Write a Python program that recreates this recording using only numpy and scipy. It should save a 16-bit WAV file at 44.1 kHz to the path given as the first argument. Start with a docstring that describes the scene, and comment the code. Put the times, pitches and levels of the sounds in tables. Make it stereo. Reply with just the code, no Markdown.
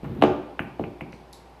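"""Knocks on a wooden pool table in a quiet room. Something rolls with a low rumble and ends in a hard
double knock; weaker knocks and clacks follow, then a thin click further off. Each blow crosses the wood
as a bending wave, high notes first, leaves faint low tones lingering and dies away in the room.
Ventilation noise and mains hum go on underneath."""
import sys
import numpy as np
from scipy import signal
from scipy.fft import rfft, irfft
from scipy.io import wavfile

SR = 44100
rng = np.random.default_rng(int(sys.argv[2]) if len(sys.argv) > 2 else 0)


def wrap_up_sound(samples):
    """Save the sound to the file named by the first command line argument, as 16-bit audio."""
    columns = np.atleast_2d(samples).T
    # keep every value between -1 and 1, then stretch to whole-number steps
    tamed = np.clip(columns, -1, 1)
    steps = np.round(tamed * 32767).astype(np.int16)
    wavfile.write(sys.argv[1], SR, steps)


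N = 70560
T = np.arange(N) / SR
SIZE = 2 * N  # extra space for the echoes
HZ = np.maximum(np.arange(N + 1) * SR / SIZE, 1)  # the frequencies of every spectrum
FADE_60_DB = np.log(1000)  # a "fade time" is the time a sound takes to drop by 60 dB

# light, hard hits: (time [s], pitch ratio, tone 1 [dB], tone 2 [dB], tone 3 [dB], thump [dB])
CLACK_HITS = [(0.5930, 0.95, 11.5, 20, 7, 17.9), (0.839, 0.947, -13, 2, 1.5, 4),
              (1.0093, 0.896, 5.5, -1, 5, 13.2), (1.1290, 0.91, -4.5, -7, -5, 5.3)]


def from_db(db):
    """Turns decibels into a factor to multiply by."""
    return 10 ** (np.asarray(db) / 20)


def at_hz(points, hz=HZ):
    """Reads between the rows of a (frequency, value) table, with octaves evenly spaced."""
    freqs, values = np.transpose(points)
    return np.interp(np.log(hz), np.log(freqs), values)


def delay(s):
    """Spectrum of a click at s seconds; multiplying by it delays a sound."""
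    return np.exp(-2j * np.pi * HZ * s)


def diffuse():
    """Spectrum of white noise from all around: alike in both ears in the bass, wide in the treble."""
    # stereo width: (frequency [Hz], side minus mid [dB])
    widths = [(60, -17.5), (200, -25), (370, -14.5), (670, -4.5), (1200, -3), (2300, -3), (4000, 3),
              (7500, 2.5), (13000, -5.5)]
    mid, side = rfft(rng.standard_normal((2, SIZE)))
    width = from_db(at_hz(widths))
    return (mid + side * width * [[1], [-1]]) / np.sqrt(1 + width ** 2)


def noise(colour):
    """Stereo noise with the given tone colour, scaled to an average (rms) size of 1."""
    shaped = irfft(diffuse() * from_db(at_hz(colour)))[:, :N]
    return shaped / shaped.std()


def background():
    """Ventilation noise, mains hum and a faint fan tone."""
    # tone colour of the ventilation: (frequency [Hz], relative level [dB])
    air_colour = [(25, -40), (72, -12.5), (130, -6.5), (264, -11), (335, -7.5), (600, -9.5), (790, -7),
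                  (900, -7), (1250, -17.5), (2900, -23.5), (4600, -26), (6300, -34.5), (9000, -38.5),
                  (13000, -41.5)]
    # mains hum and fan tone: (frequency [Hz], level [dB])
    tones = [(59.7, -55.5), (797, -61.5)]
    air = from_db(-50) * noise(air_colour)
    hum = sum(from_db(db) * np.sqrt(2) * np.sin(2 * np.pi * (hz * T + rng.random())) for hz, db in tones)
    return air + hum


def rolling():
    """Rolling rumbles: a long run that starts with a scuff, then short ones after the weaker blows."""
    # runs of rolling: (start [s], start of fade [s], level [dB])
    runs = [(0.029, 0.328, -33), (0.602, 0.655, -40.5), (0.795, 0.856, -37.5), (1.012, 1.052, -44.5)]
    # tone colour of the rumble: (frequency [Hz], relative level [dB])
    rumble_colour = [(30, -19), (60, -2.5), (120, 6), (220, 2), (360, -4), (600, -14.5), (1000, -23),
                     (2500, -30.5), (4000, -37), (7000, -80), (13000, -45)]
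    # tone colour of the scuff: (frequency [Hz], relative level [dB])
    scuff_colour = [(300, -13.5), (850, 5.5), (1500, 0), (2600, -10), (4500, -24), (9000, -66)]
    rise_s, decay_s = 0.0025, 0.059
    scuff_at_s, scuff_decay_s, scuff_db = 0.044, 0.017, -38.5
    level = 0
    for start, end, db in runs:
        rise = np.clip((T - start) / rise_s, 0, 1)
        fade = np.exp(-np.maximum(T - end, 0) / decay_s)
        level = level + from_db(db) * rise * fade
    scuff = from_db(scuff_db) * (T > scuff_at_s) * np.exp(-np.abs(T - scuff_at_s) / scuff_decay_s)
    return level * noise(rumble_colour) + scuff * noise(scuff_colour)


def thumps():
    """Spectrum of low pushes on the table: bumps while rolling, and one just after each clack."""
    # bumps while rolling: (time [s], strength [dB])
    bumps = [(0.031, 10.5), (0.043, 11), (0.058, 11), (0.094, 8.5), (0.15, 11.5), (0.191, 7), (0.812, 10.5)]
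    # tone colour of a thump: (frequency [Hz], gain [dB])
    colour = [(30, -51), (60, -9.5), (110, -8.5), (220, -2.5), (330, 2), (500, -15), (1000, -26),
              (3000, -50.5), (12000, -68)]
    lag_s = 0.00595
    after_clacks = [(s + lag_s, db) for s, *_, db in CLACK_HITS]
    return sum(from_db(db + at_hz(colour)) * delay(s) for s, db in [*bumps, *after_clacks])


def knocks():
    """Spectrum of heavy blows on the wood; a softer contact loses the treble."""
    # blows: (time [s], strength [dB], treble cut-off [Hz], fall above it [dB per octave])
    blows = [(0.215, 9.5, 1090, 9), (0.2227, 32.5, 1570, 15.5), (0.2363, 32, 910, 11.5),
             (0.7947, 22.5, 674, 15.5)]
    # tone colour of a knock: (frequency [Hz], gain [dB])
    colour = [(50, -41), (100, -38), (215, -8.5), (290, 2.5), (380, 1.5), (500, -2.5), (760, 0),
              (1050, -12.5), (1450, -8), (2000, -18), (2700, -9), (4200, -18), (6100, -33), (8500, -28),
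              (13000, -23)]
    contacts = 0
    for s, db, cutoff_hz, fall in blows:
        octaves_above = np.log2(1 + (HZ / cutoff_hz) ** 4) / 4
        contacts = contacts + from_db(db - fall * octaves_above) * delay(s)
    return from_db(at_hz(colour)) * contacts


def ticks():
    """Tiny bright bursts of noise: spectra of the direct sound and of what is sent to the room."""
    # sharp ticks: (time [s], strength [dB], centre [Hz], gain into the room [dB])
    events = [(0.2238, -36.5, 7900, 9), (0.2251, 0.5, 2800, -1.5), (0.2393, -3.5, 2780, 2.5),
              (0.5945, -28.5, 13000, 7), (0.801, -26.5, 3600, 3), (1.0110, -29, 12800, -7),
              (1.124, -22, 4800, 4), (1.3290, -16, 7800, 3.5), (1.333, -10, 4230, -1.5)]
    decay_s, sharpness = 0.00083, 1.3
    direct, send = 0, 0
    for s, db, hz, send_db in events:
        burst = rng.standard_normal(N) * np.exp(-T / decay_s)
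        burst /= np.linalg.norm(burst)
        ratio = HZ / hz
        band = ratio / sharpness / (1 + 1j * ratio / sharpness - ratio ** 2)  # keeps sound near hz
        tick = rfft(burst, SIZE) * band ** 2 * from_db(db) * delay(s)
        direct = direct + tick
        send = send + tick * from_db(send_db)
    return direct, send


def clacks():
    """Hard hits ring three short tones: spectra of the direct sound and of what is sent to echo."""
    # tones of a clack: (base pitch [Hz], base fade time [s], gain into the echoes [dB])
    tones = [(763, 0.0064, 2.5), (1570, 0.0086, -9), (2480, 0.0044, -5)]
    cutoff_hz = 2940
    direct, send = 0, 0
    for s, pitch, *strengths, _ in CLACK_HITS:
        freq = HZ / pitch  # shifts the tones and the cut-off together
        contact = delay(s) / np.sqrt(1 + (freq / cutoff_hz) ** 18)
        for db, (hz, fade_s, send_db) in zip(strengths, tones):
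            sharpness = np.pi * hz * fade_s / FADE_60_DB
            tone = from_db(db) * contact / (1 + 1j * sharpness * (freq / hz - hz / freq))
            direct = direct + tone
            send = send + tone * from_db(send_db)
    return np.array([direct, send]) * bending(travel_at_1khz_s=0.001954)


def bending(travel_at_1khz_s):
    """High notes travel faster through bending wood, so a click becomes a falling chirp."""
    slowest_hz, fastest_hz = 147, 2810
    slowness = np.sqrt(1000 / np.clip(HZ, slowest_hz, fastest_hz))
    lag_s = travel_at_1khz_s * (slowness - np.sqrt(1000 / fastest_hz))
    return np.exp(-2j * np.pi * np.cumsum(lag_s) * SR / SIZE)


def lingering_tones():
    """Faint low ringing tones that linger after each knock, clack and thump."""
    # ringing tones: (pitch [Hz], strength [dB], fade time [s])
    tones = [(119.7, -65.5, 0.81), (150.9, -55, 0.36), (223, -57, 0.23), (294, -78.5, 0.2),
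             (367, -57, 0.36), (456.6, -53, 0.22), (528, -61, 0.4), (596, -65.5, 0.73), (684, -63, .6),
             (780, -79, 0.36), (803, -60, 0.36), (876, -58, 0.43), (1192, -54.5, .45), (1183, -59, 0.56)]
    ring = sum(from_db(db - 60 * T / fade_s) * np.sin(2 * np.pi * hz * T) for hz, db, fade_s in tones)
    return rfft(ring, SIZE)


def ears():
    """Above the bass, direct sound reaches the left ear first; the louder side depends on pitch."""
    # balance between the ears: (frequency [Hz], left minus right [dB])
    balance = [(300, 1), (670, 0), (1200, 7), (2200, -4), (4000, -9.5), (8000, 4)]
    left_lead_s, wide_above_hz = 0.00018, 890
    lead_s = left_lead_s / (1 + (wide_above_hz / HZ) ** 2)
    half = np.array([[.5], [-.5]])
    return from_db(half * at_hz(balance)) * delay(-half * lead_s)


def scatter():
    """Dense, short echoes inside the table's frame roughen the start of each blow."""
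    # tone colour of these echoes: (frequency [Hz], gain [dB])
    colour = [(200, 4.5), (700, -2.5), (1500, 0), (3000, 7.5), (8000, 17.5)]
    gain_db, fade_s = -4, 0.03
    rate = FADE_60_DB / fade_s
    burst = irfft(diffuse())[:, :N] * np.sqrt(2 * rate / SR) * np.exp(-rate * T)
    return rfft(burst, SIZE) * from_db(gain_db + at_hz(colour))


def room():
    """The room answers with quick early echoes and a longer tail; each octave has its own tail."""
    # early echoes: (frequency [Hz], gain [dB])
    early_gains = [(100, -12), (350, -13), (900, -10.5), (2500, -6), (6000, 0)]
    # length of the tail: (frequency [Hz], fade time [s])
    tail_fades = [(100, 0.64), (350, 0.68), (1000, 0.83), (2800, 0.65), (6000, 1), (13000, 0.12)]
    # tone colour of the room: (frequency [Hz], gain [dB])
    colour = [(60, 4), (110, 7.5), (220, 5.5), (400, 4.5), (700, 0), (1100, 5.5), (1600, -0.5), (2100, 4),
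              (2700, 4), (3400, 6), (5000, 5), (12000, -2.5)]
    early_fade_s, tail_db, build_s = 0.28, -6, 0.0063
    white, echoes = diffuse(), 0
    centres = np.geomspace(60, 15360, 9)
    for hz in centres:
        octave = np.interp(np.log(HZ), np.log(centres), centres == hz)
        band = irfft(white * octave)[:, :N]
        for db, fade_s in ((at_hz(early_gains, hz), early_fade_s), (tail_db, at_hz(tail_fades, hz))):
            rate = FADE_60_DB / fade_s
            echoes = echoes + band * from_db(db) * np.sqrt(rate / SR) * np.exp(-rate * T)
    build_up = 1 - np.exp(-(T / build_s) ** 2)
    return rfft(echoes * build_up, SIZE) * from_db(at_hz(colour))


def scene():
    """Blows and ticks, direct and echoed, over the rumble and the background."""
    # multiplying spectra passes a sound through the wood or the room
    heavy = (knocks() + thumps()) * bending(travel_at_1khz_s=0.004285)
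    clack, clack_send = clacks()
    tick, tick_send = ticks()
    direct = ((heavy + clack) * (1 + lingering_tones()) + tick) * ears()
    frame_echoes = (heavy + clack_send) * scatter()
    room_echoes = (heavy + clack_send + tick_send) * room()
    return irfft(direct + frame_echoes + room_echoes)[:, :N] + rolling() + background()


def record(dry):
    """Rounds off the loudest peaks and cuts the highest treble."""
    ceiling, cutoff_hz = 0.95, 14800
    rounded = dry / (1 + (dry / ceiling) ** 8) ** (1 / 8)
    low_pass = signal.cheby2(12, 60, cutoff_hz, fs=SR, output="sos")
    return signal.sosfilt(low_pass, rounded)


dry = scene()
out = record(dry)
wrap_up_sound(out)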